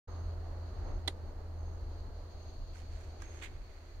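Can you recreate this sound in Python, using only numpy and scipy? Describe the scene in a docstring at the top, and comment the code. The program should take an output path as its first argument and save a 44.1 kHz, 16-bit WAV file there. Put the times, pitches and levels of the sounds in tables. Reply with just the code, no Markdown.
"""Quiet forest floor, hand-held camera

A far engine hums over low rumble and a soft wash of air. Distant insects hold a shrill band
while one chirps at an even pace. Up close, the camera's plastic case rings with a single click;
later, fingers tap, rub and scrape it in puffs of stick-slip friction."""
import sys
import numpy as np
from scipy import signal
from scipy.fft import rfft, irfft
from scipy.io import wavfile

SR = 44100
rng = np.random.default_rng(int(sys.argv[2]) if len(sys.argv) > 2 else 0)


def wav_out(sig):
    """Save sig, one row per channel (or a flat mono array), as 16-bit PCM at SR to the path in sys.argv[1]."""
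    wavfile.write(sys.argv[1], SR, np.round(np.clip(np.atleast_2d(sig).T, -1, 1) * 32767).astype(np.int16))


N = 176400
TIME = np.arange(N) / SR
HZ = np.fft.rfftfreq(N, 1 / SR)


def amp(db):
    """Decibels to gain."""
    return 10 ** (np.asarray(db) / 20)


def unit(x):
    """Scales to rms 1."""
    return x / np.sqrt(np.mean(x ** 2) + 1e-30)


def over_hz(points):
    """Draws a curve across the spectrum on a log-frequency axis."""
    freq_hz, value = np.transpose(points)
    return np.interp(np.log(HZ + 1), np.log(freq_hz + 1), value)


def over_time(points, column=1):
    """Reads one column of an automation curve at every sample."""
    table = np.array(points)
    return np.interp(TIME, table[:, 0], table[:, column])


def pan(side_db):
    """Stereo gains for side_db, the level of left minus right."""
    return amp(np.array([[.5], [-.5]]) * side_db)


def add(mix, start_s, sound):
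    """Mixes a stereo sound in at its cue."""
    part = mix[:, max(round(start_s * SR), 0):][:, :sound.shape[1]]
    part += sound[:, :part.shape[1]]


def arch(start_s, length_s, skew=1):
    """A half-sine swell; a skew below 1 brings the peak forward."""
    return abs(np.sin(np.pi * np.clip((TIME - start_s) / length_s, 0, 1) ** skew))


def drift(rate_hz):
    """Smooth random modulation of rms 1."""
    lowpass = np.exp(-(HZ / rate_hz) ** 2) * (HZ > 0)
    return unit(irfft(rfft(rng.standard_normal(N)) * lowpass, N))


def diffuse(colour, lean=((100, 0), (1000, 0))):
    """Noise from all around: nearly mono in the bass, wide in the treble."""
    # correlation of left and right: freq_hz, correlation
    likeness = [(25, .92), (65, .97), (130, .9), (290, .82), (640, .63), (1410, .2), (3100, -.05),
                (15000, -.1)]
    same = over_hz(likeness)
    left, unrelated = rfft(rng.standard_normal((2, N)))
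    right = same * left + np.sqrt(1 - same ** 2) * unrelated
    return unit(irfft(np.array([left, right]) * amp(over_hz(colour)) * pan(over_hz(lean)), N))


def click():
    """A quick run of snaps rings the plastic case, high modes dying first; leaves return a short tail."""
    # snaps within the click: start_s, gain_db
    snaps = [(1.0767, -8), (1.0775, -5.5), (1.0788, -6), (1.0797, 0.5), (1.0826, -4.5), (1.0841, -9.5)]
    # modes of the case: pitch_hz, level_db, side_db
    modes = [(310, -38.5, -2), (610, -33.5, -2), (780, -40.5, -13), (980, -47.5, -14), (2003, -34.5, -10),
             (2600, -48, 9), (3480, -43, -3), (3590, -31, -20.5), (4020, -33, -19), (6000, -42, -14),
             (8380, -49, -12), (9400, -44, -21)]
    # scatter from nearby leaves: freq_hz, gain_db
    leaf_colour = [(300, 6.5), (2000, -6), (2700, -9), (4100, 0), (5200, -16), (9800, -12), (15500, -30)]
    ring_t60_s, damping_power = .024, .45  # decay at 1 kHz, and how it quickens with pitch
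    crack_db, crack_decay_s, crack_top_hz = -33.5, .00073, 7850
    tail_db, tail_t60_s = -37.5, .093
    shade_hz, case_band_hz = 8400, [252, 12300]
    t, out = np.arange(SR // 6) / SR, np.zeros((2, N))
    for start_s, gain_db in snaps:
        ring = 0
        for pitch_hz, level_db, side_db in modes:
            fall_db = 60 * t / ring_t60_s * (pitch_hz / 1000) ** damping_power
            tone = np.sin(2 * np.pi * pitch_hz * rng.normal(1, .004) * t)
            ring += tone * amp(level_db - fall_db) * pan(side_db)
        burst = rng.standard_normal((2, len(t))) * np.exp(-t / crack_decay_s)
        crack = signal.lfilter(*signal.butter(2, crack_top_hz, fs=SR), burst)
        add(out, start_s, amp(gain_db) * (ring + crack * amp(crack_db) * pan(side_db=-17)))
    loudest_s = max(snaps, key=lambda snap: snap[1])[0]
    add(out, loudest_s, diffuse(leaf_colour)[:, :len(t)] * amp(tail_db - 60 * t / tail_t60_s))
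    # The case shades the left microphone from the highest treble.
    shade = signal.butter(4, shade_hz, fs=SR, output="sos")
    out[0] = signal.sosfilt(shade, signal.sosfilt(shade, out[0]))
    return signal.sosfilt(signal.butter(4, case_band_hz, "bandpass", fs=SR, output="sos"), out)


def rubs():
    """Skin sticks and slips on the case, fizzing most where the finger presses hardest."""
    # finger strokes: start_s, length_s, level_db, tilt_db_per_octave, side_db
    strokes = [(2.725, 0.16, -64, 3, -10), (2.841, 0.44, -66, 1, -7), (3.188, .12, -60.5, 0.5, -4),
               (3.234, 0.42, -62.5, 0.5, -9), (3.45, 0.94, -67.5, -2.5, -6)]
    # skin rubbing on plastic: freq_hz, gain_db
    colour = [(200, -19), (800, -7), (1500, 2.5), (2100, 4.5), (2900, -2.5), (4900, -12), (6300, -4),
              (7800, -12.5), (9000, -16.5), (15500, -35)]
    slip_rate_hz, slip_decay_s, slip_jitter, steady_friction = 130, .0022, .45, .55
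    fizz_hz, fizz_power, body_power = 4470, 2.5, 1.67
    cycle = np.cumsum(slip_rate_hz * (1 + slip_jitter * drift(rate_hz=110))) / SR % 1
    slips = np.exp(-cycle / slip_rate_hz / slip_decay_s) * amp(2.4 * drift(rate_hz=80))
    friction = rfft(rng.standard_normal((2, N)) * unit(steady_friction + slips))
    lowpass = 1 / (1 + (HZ / fizz_hz) ** 6)
    out = np.zeros((2, N))
    for start_s, length_s, level_db, tilt, side_db in strokes:
        rub = unit(irfft(friction * amp(over_hz(colour) + tilt * np.log2(HZ + 1)), N))
        body = irfft(rfft(rub) * lowpass, N)
        fizz = rub - body
        press = arch(start_s, length_s, skew=.6)
        out += (body * press ** body_power + fizz * press ** fizz_power) * amp(level_db) * pan(side_db)
    return out


def touches(cues, colour, rise_s, decay_s):
    """Short dry puffs of friction on the case, each with a quick attack and an exponential decay."""
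    # stereo lean of a touch: freq_hz, side_db
    lean = [(1000, -10), (2100, -18), (3500, -1), (5000, 6), (6400, -13)]
    noise = rfft(rng.standard_normal((2, N))) * amp(over_hz(colour)) * pan(over_hz(lean))
    out = np.zeros((2, N))
    for start_s, level_db, tilt in cues:
        t = np.maximum(TIME - start_s, 0)
        envelope = np.minimum(t / rise_s, 1) * np.exp(-np.maximum(t - rise_s, 0) / decay_s)
        puff = unit(irfft(noise * amp(tilt * np.log2(HZ + 1)), N))
        out += puff * envelope * amp(level_db)
    return out


def taps():
    """A fingertip ticks lightly against the case."""
    # fingertip contacts: start_s, level_db, tilt_db_per_octave
    contacts = [(2.752, -60, 1), (2.757, -61, 1), (3.009, -59.5, 4.5), (3.044, -62, 4),
                (3.2199, -39.5, -0.5)]
    # tone of a tap: freq_hz, gain_db
    colour = [(300, -8), (1000, -5), (1500, 10), (2100, -2), (2800, -21), (4900, -8), (5800, -6),
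              (7500, -13), (15500, -32)]
    return touches(contacts, colour, rise_s=.00098, decay_s=.0045)


def scrape():
    """A firmly pressed finger judders over the case in a quick run of catches."""
    # catches of the skin: start_s, level_db, tilt_db_per_octave
    catches = [(3.4125, -51, -3), (3.420, -45, 1.5), (3.432, -46.5, 3), (3.443, -55, 3),
               (3.455, -50.5, -1.5), (3.466, -55, -5.5)]
    # tone of the scrape: freq_hz, gain_db
    colour = [(300, -15), (1400, -5.5), (2100, 0), (2700, -0.5), (3600, -1), (5200, -19.5), (6400, -12.5),
              (7700, -16), (8700, -24.5), (15500, -39)]
    return touches(catches, colour, rise_s=.0054, decay_s=.011)


def grip():
    """The shifting hand stirs the lowest resonance of the case."""
    # shifts of the grip: start_s, length_s, level_db
    shifts = [(0.776, 0.19, -54), (3.05, 0.58, -56.5)]
    # dull body of the case: freq_hz, gain_db
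    colour = [(100, -31), (230, -11.5), (345, 2.5), (450, -6.5), (700, -10), (1500, -18.5), (15000, -97)]
    swells = sum(amp(level_db) * arch(start_s, length_s) for start_s, length_s, level_db in shifts)
    return diffuse(colour) * swells


def engine():
    """A far engine, slowing slightly; little but its firing tone carries."""
    # firing rate and loudness: time_s, pitch_hz, level_db
    running = [(.1, 82.8, -40.5), (.35, 82.8, -41), (.65, 82.8, -44), (1.0, 82.8, -44), (1.35, 82.7, -51),
               (1.55, 82.7, -38.5), (1.8, 82.3, -45), (2.15, 81.4, -50.5), (3.05, 80.6, -48),
               (3.6, 80, -55.5), (4, 80, -53.5)]
    waver_hz, waver_db, overtone_db = .5, 1.7, -30.5
    phase = 2 * np.pi * np.cumsum(over_time(running) + waver_hz * drift(rate_hz=3.7)) / SR
    tone = np.sin(phase) + amp(overtone_db) * np.sin(2 * phase)
    return unit(tone) * amp(over_time(running, column=2) + waver_db * drift(rate_hz=8.4))


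def chirps():
    """One insect's throbbing note, smeared to a narrow band by the trees."""
    # the insect's calls: start_s, length_s, level_db, side_db
    calls = [(0.048, 0.23, -74, -9), (0.825, 0.17, -76.5, -10), (1.532, 0.27, -75, -6),
             (2.354, 0.19, -77, -10), (3.172, 0.25, -64, 2)]
    pitch_hz, width_hz, throb_hz, throb_depth = 6420, 83, 15, .3
    band = (1 + (2 * (HZ - pitch_hz) / width_hz) ** 2) ** -.75
    note = unit(irfft(rfft(rng.standard_normal((2, N))) * band, N))
    out = np.zeros((2, N))
    for start_s, length_s, level_db, side_db in calls:
        throb = 1 + throb_depth * np.cos(2 * np.pi * throb_hz * (TIME - start_s))
        out += note * np.sqrt(arch(start_s, length_s)) * throb * amp(level_db) * pan(side_db)
    return out


def insect_chorus():
    """Distant insects blend into a shrill, lightly flickering band."""
    # tone of the chorus: freq_hz, gain_db
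    colour = [(1500, -15), (2800, -10), (3700, -10.5), (4100, -1.5), (4400, 2), (4750, -4), (5150, -18),
              (5900, -14), (6450, -7.5), (6950, -13), (7500, -27.5), (9000, -37), (15500, -33)]
    # its stereo lean: freq_hz, side_db
    lean = [(4000, 1.5), (4700, 3), (5800, 3), (6600, -4), (8000, 0), (12000, 2)]
    # its rise and fall: time_s, level_db
    levels = [(.1, -66.5), (.4, -68.5), (.95, -67.5), (1.15, -71), (1.65, -70.5), (1.95, -68), (2.55, -65),
              (3.1, -66.5), (3.6, -69), (4, -68.5)]
    flicker_db = 1.1 * drift(rate_hz=14)
    return diffuse(colour, lean) * amp(over_time(levels) + flicker_db)


def forest_air():
    """A soft wash of air, with an upper layer that dies away."""
    # body of the wash: freq_hz, gain_db
    body_colour = [(60, -29), (180, -3.5), (260, -2.5), (350, 2.5), (450, -0.5), (640, -0.5), (900, -6.5),
                   (1300, -13), (1900, -17.5), (2500, -26), (3500, -33), (5500, -32), (9000, -52),
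                   (16000, -53)]
    # its rise and fall: time_s, level_db
    body_levels = [(.1, -54), (.45, -54), (.75, -55), (.89, -49.5), (1.03, -55), (1.6, -56), (2.2, -56.5),
                   (2.7, -59.5), (3.15, -58), (3.35, -66.5), (3.55, -62.5), (4, -61)]
    # upper layer: freq_hz, gain_db
    upper_colour = [(300, -15), (750, 0.5), (1250, 6), (1700, -7), (2400, -33), (6000, -42), (15000, -70)]
    # its fade: time_s, level_db
    upper_levels = [(.1, -58), (.35, -68.5), (.72, -65), (.89, -65), (1.05, -74), (1.7, -69.5), (4, -78.5)]
    # stereo lean of both: freq_hz, side_db
    lean = [(200, -0.5), (380, 0.5), (700, -5), (1200, -5.5), (1950, -7), (2400, -1.5), (2900, 10.5),
            (4000, -3.5)]
    body = diffuse(body_colour, lean) * amp(over_time(body_levels) + .28 * drift(rate_hz=17))
    upper = diffuse(upper_colour, lean) * amp(over_time(upper_levels))
    return body + upper


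def rumble():
    """Lumpy low rumble on the microphone."""
    # tone of the rumble: freq_hz, gain_db
    colour = [(8, -10), (18, -13), (30, 0.5), (55, -6), (80, -10.5), (110, -17), (160, -29.5), (300, -36.5),
              (800, -83)]
    # its surges: time_s, level_db
    levels = [(.1, -46), (.7, -43.5), (.95, -37), (1.06, -45.5), (1.23, -41.5), (1.38, -48.5),
              (1.75, -43.5), (1.99, -46.5), (2.08, -36.5), (2.17, -46.5), (2.5, -47), (3.05, -46),
              (3.45, -50), (3.6, -44), (3.83, -56.5), (4, -46.5)]
    return diffuse(colour) * amp(over_time(levels) + 2 * drift(rate_hz=16.6))


def hiss(level_db=-76.5):
    """The microphone's own faint, steady noise."""
    # tone of the hiss: freq_hz, gain_db
    colour = [(7000, 1.5), (10000, -2)]
    return diffuse(colour) * amp(level_db)


def scene():
    """The forest bed, with the handling close by."""
    bed = engine() + rumble() + forest_air() + insect_chorus() + hiss() + chirps()
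    return bed + click() + rubs() + taps() + scrape() + grip()


def record(dry):
    """A moment of silence, a fast fade-in and a steep high cut."""
    fade_centre_s, fade_s, cutoff_hz = .081, .014, 15750
    fade_in = np.clip((TIME - fade_centre_s) / fade_s + .5, 0, 1)
    high_cut = signal.firwin(511, cutoff_hz, window=("kaiser", 9), fs=SR)
    return signal.oaconvolve(dry * fade_in, high_cut[None], "same")


dry = scene()
out = record(dry)
wav_out(out)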